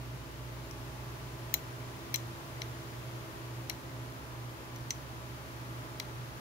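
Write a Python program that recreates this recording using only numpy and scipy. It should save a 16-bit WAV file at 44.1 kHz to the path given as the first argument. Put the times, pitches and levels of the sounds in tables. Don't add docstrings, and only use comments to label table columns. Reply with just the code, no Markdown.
import sys
import numpy as np
from scipy import signal
from scipy.fft import rfft, irfft
from scipy.io import wavfile
from scipy.ndimage import uniform_filter1d

SR = 44100
rng = np.random.default_rng(int(sys.argv[2]) if len(sys.argv) > 2 else 0)


def int16_out(signal):
    q = np.round(np.clip(np.atleast_2d(signal).T, -1, 1) * 32767)
    wavfile.write(sys.argv[1], SR, q.astype(np.int16))


def ratio(d):
    e = np.asarray(d, float) / 20
    return 10 ** e


N = 282353
TOP_HZ = 15750

HUM_HZ = [34.77, 69.6, 117.26, 120.01, 122.31, 126.92, 176.12, 240.04]
HUM_STEP_S = [0, 0, .04, 0, .065, .128, 0, 0]
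# (level [dB rms], left minus right [dB])
HUM_LEVELS = [(-83, 6), (-75, 13), (-64.5, -3.5), (-48.5, -2.5), (-54.5, -1.5), (-64.5, 0), (-68.5, 3.5),
              (-68, -15.5)]
# (time [s], level [dB rms])
MOTOR_LEVEL = [
    (0, -51.5),
    (1.07, -52),
    (2.2, -64.5),
    (4.5, -63.5),
    (5.3, -70),
    (6.4, -60),
]
# (time [s], speed [turns/s])
FAN_SPEED = [(0, 67.5), (1.3, 67.5), (2, 67.3), (2.6, 67.08), (3.5, 66.92), (4.7, 66.9), (6.4, 66.66)]
# (multiple of the shaft [1], level [dB rms], left minus right [dB])
FAN_OVERTONES = [(1, -59.5, -6), (2, -63.5, -13.5), (3, -69.5, -7), (4, -61.5, -5), (5, -58, 0.5),
                 (6, -63.5, -6), (7, -77, 2), (8, -67, 4), (13, -67, 0), (14, -73.5, 2), (15, -68, -13.5),
                 (16, -65.5, 3), (20, -60, 1), (30, -75, -4.5)]
# (frequency [Hz], density [dB per Hz])
AIR_COLOUR = [(18, -46), (30, -20.5), (80, -14), (300, -15), (855, -18), (1480, -24), (7200, -34),
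              (15600, -38)]
# (frequency [Hz], side minus mid [dB])
AIR_WIDTH = [(60, -12), (110, -23), (200, -33), (380, -7), (700, -2.5), (1290, -2), (2380, 0.5),
             (15000, 0.5)]
# (frequency [Hz], left minus right [dB])
AIR_PAN = [(60, -0.5), (200, 1), (380, 2), (700, -3), (1290, 3.5), (2380, 6.5), (4400, -1), (15000, -2)]
# (frequency [Hz], width [Hz], level [dB])
DUCT = [(128.4, 61, 12), (197, 89, -5), (325, 33, 5.5), (514, 106, -2), (638.5, 47, 6.5), (733, 104, -5.5),
        (850, 8.9, 5), (1158, 34, 4.5), (3100, 280, 0.5), (7980, 330, -9), (9300, 3000, -2.5)]
# (frequency [Hz], level [dB], t60 [s], left minus right [dB])
BOARD = [(2090, -1.5, 0.015, 13), (2263, -5, .016, 10.5), (2780, -4, 0.013, 10.5), (3264, -5, 0.018, 15),
         (3690, -12, 0.0068, -13), (4025, 0, 0.03, 8.5), (4260, -3, 0.02, 11.5)]
# (frequency [Hz], level [dB], t60 [s], left minus right [dB])
SHELL = [(8830, -12, 0.0065, -21), (9840, -11.5, 0.02, 10), (11240, 1, 0.0058, 11), (12630, -5, 0.0098, 13),
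         (13100, 0.5, 0.011, 8), (14600, 7, 0.008, 1), (15200, 0, .009, 7)]
# (frequency [Hz], level [dB], t60 [s], left minus right [dB])
SLIDER = [(5050, -3, .009, 7), (5450, 2, .012, 8), (5850, 3.5, .017, 2), (6050, -10, .08, -2),
          (6450, -1, .01, 2), (6900, -1, .009, 6), (7250, 3, .01, 7)]
# (spread [Hz], most lost [dB])
FAVOUR = [(550, 11), (1500, 8), (600, 6)]
# (time [s], peak [dB], board [dB], shell [dB], slider ring [Hz])
FLIPS = [
    (.7103, -40.5, -16, -11, 5500),
    (1.5398, -20, -8.5, -2.5, 6700),
    (2.1418, -25, -5.5, -4.5, 6030),
    (2.6177, -33, 3.5, -18, 5560),
    (3.6969, -26, -4.5, -8.5, 5160),
    (4.7601, -41, -7, -8, 6040),
    (4.9056, -20, -7.5, -20, 6340),
    (5.9987, -27, -4, -10.5, 5040),
]
# (time [s], peak [dB], board [dB], slider ring [Hz], board ring [Hz])
BOUNCES = [(1.5406, -25, -4.5, 6900, 4000), (1.5444, -28, -11, 6600, 4000), (2.1428, -27.5, 0, 5850, 2250),
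           (2.147, -31.5, 1.5, 5900, 4450), (2.1578, -32, -13, 5770, 4400), (2.1585, -26, -9, 6940, 3300),
           (3.6954, -45, -20, 6000, 3000), (3.701, -43, 12, 5550, 2050), (3.7134, -47, -6, 5900, 2100),
           (4.9105, -33, -7, 5900, 3500), (6.0005, -42.5, 13, 4960, 2250)]

RATTLE_S = 0.001


def ears(pan_db):
    return ratio(np.array([[pan_db], [-pan_db]]) / 2)


def on_log(table, hz):
    f, v = np.transpose(table)
    return np.interp(np.log(hz), np.log(np.maximum(f, 1)), v)


def walk(rate_hz):
    hold = int(SR / rate_hz)
    steps = np.repeat(rng.standard_normal(N // hold + 1), hold)
    smooth = uniform_filter1d(uniform_filter1d(steps, hold), hold)
    return 1.43 * smooth[:N]


def hum():
    t = np.arange(N) / SR
    mains_hz = HUM_HZ[3]
    motor_hz, motor_pan_db = 58.73, -0.8
    motor_db = np.interp(t, *np.transpose(MOTOR_LEVEL))
    out = np.sqrt(2) * ratio(motor_db) * ears(motor_pan_db) * np.cos(2 * np.pi * motor_hz * t)
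    for hz, step_s, (db, pan_db) in zip(HUM_HZ, HUM_STEP_S, HUM_LEVELS):
        turns = hz * (t - step_s) + mains_hz * step_s
        out = out + np.sqrt(2) * ratio(db) * ears(pan_db) * np.cos(2 * np.pi * turns)
    return out


def fan():
    weak = (-74.5, -8.5)
    opposed_hz = 1045
    swell_db, swell_s = 3, 1.2
    t = np.arange(N) / SR
    speed = np.interp(t, *np.transpose(FAN_SPEED)) * (1 + .0006 * walk(4))
    turns = np.cumsum(speed) / SR
    loudness_db = 0.5 - swell_db * np.exp(-t / swell_s)
    strong = {round(k): (db, pan_db) for k, db, pan_db in FAN_OVERTONES}
    out = 0
    for k in range(1, 31):
        db, pan_db = strong.get(k, weak)
        lag = .45 if k * FAN_SPEED[0][1] > opposed_hz else .1
        level = ratio(db + loudness_db + 2 * walk(3.12)) * ears(pan_db)
        phase = k * turns + rng.random() - np.array([[0], [lag]])
        out = out + np.sqrt(2) * level * np.cos(2 * np.pi * phase)
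    return out


def air():
    air_db = -47
    hz = np.maximum(np.arange(N // 2 + 1) * SR / N, 1)
    db = on_log(AIR_COLOUR, np.minimum(hz, 14500))
    for centre_hz, width_hz, peak_db in DUCT:
        db = db + peak_db / (1 + (2 * (hz - centre_hz) / width_hz) ** 2)
    noise = rfft(rng.standard_normal((2, N)))
    mid, side = noise * ratio(db) * (hz > 20) * (hz < TOP_HZ)
    side = side * ratio(on_log(AIR_WIDTH, hz))
    pan = ratio(on_log(AIR_PAN, hz) / 2)
    both = irfft(np.array([(mid + side) * pan, (mid - side) / pan]), N)
    return both / np.sqrt(np.mean(both ** 2)) * ratio(air_db + walk(1.5) / 4)


def blows():
    snap_board_hz = 2400
    early_db = 8
    dull_db, dull_s = 8, .004
    rows = [flip + (snap_board_hz,) for flip in FLIPS]
    for s, db, board_db, slider_hz, board_hz in BOUNCES:
        flip = min(FLIPS, key=lambda row: abs(row[0] - s))
        after_s = max(s - flip[0], 0)
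        shell_db = flip[3] + early_db * (s < flip[0]) - dull_db * (1 - np.exp(-after_s / dull_s))
        rows.append((s, db, board_db, shell_db, slider_hz, board_hz))
    return sorted(rows)


def ring(modes, t, rise_s, near_hz, spread_hz, lose_db):
    out = 0
    for hz, db, t60, pan_db in modes:
        detune, late, left, lag = rng.random(4)
        db = db - lose_db * (1 - np.exp(-((hz - near_hz) / spread_hz) ** 2))
        since = np.maximum(t - late * RATTLE_S, 0)
        swell = 1 - np.exp(-(since / rise_s) ** 2)
        decay = np.exp(-np.log(1000) * since / np.clip(t60, .003, .09))
        turns = hz * (1 + .03 * (detune - .5)) * t + left + np.array([[0], [lag]])
        out = out + ratio(db) * ears(pan_db) * swell * decay * np.sin(2 * np.pi * turns)
    return out


def crack(t):
    hz, length_s = 4000, 0.00019
    late = t - RATTLE_S
    return ears(12) * np.exp(-(late / length_s) ** 2) * np.sin(2 * np.pi * hz * late)


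def desk_tail(near, t):
    t60 = .19
    echoes = rng.standard_normal((2, len(t))) * np.exp(-np.log(1000) * t / t60) * (t > .003)
    echoes = signal.sosfilt(signal.cheby2(8, 40, TOP_HZ + 300, fs=SR, output="sos"), echoes)
    return signal.fftconvolve(near, echoes, axes=1)[:, :len(t)]


def switches():
    metal_rise_s, board_rise_s = 0.0001, 0.00086
    shell_per_slider = 2.07
    grip = 0.17
    roughness, crack_db = 0.25, -2
    snap_db, tail_db = -2, -42
    out, t = np.zeros((2, N + SR)), np.arange(SR // 4) / SR
    for s, db, board_db, shell_db, slider_hz, board_hz in blows():
        metal = ring(SLIDER, t, metal_rise_s, slider_hz, *FAVOUR[0])
        shell = ring(SHELL, t, metal_rise_s, shell_per_slider * slider_hz, *FAVOUR[1])
        metal += ratio(shell_db + 5.5) * shell
        chatter = 5 * uniform_filter1d(rng.standard_normal((2, len(t))), size=25)
        held = [(hz, g, t60 * ratio(grip * (shell_db + 5)), pan) for hz, g, t60, pan in BOARD]
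        board = ring(held, t, board_rise_s, board_hz, *FAVOUR[2])
        near = metal * (1 + roughness * chatter) + ratio(board_db + 4) * board
        near += ratio(board_db + crack_db) * crack(t)
        start = int(s * SR)
        out[:, start:start + len(t)] += ratio(db + snap_db) * (near + ratio(tail_db) * desk_tail(near, t))
    return out[:, :N]


def scene():
    return hum() + fan() + air() + switches()


def band_limit(x):
    return signal.sosfilt(signal.butter(12, 17150, fs=SR, output="sos"), x)


def record(dry):
    mix = signal.sosfilt(signal.cheby2(10, 45, 17000, fs=SR, output="sos"), dry)
    return band_limit(mix)


dry = scene()
out = record(dry)
int16_out(out)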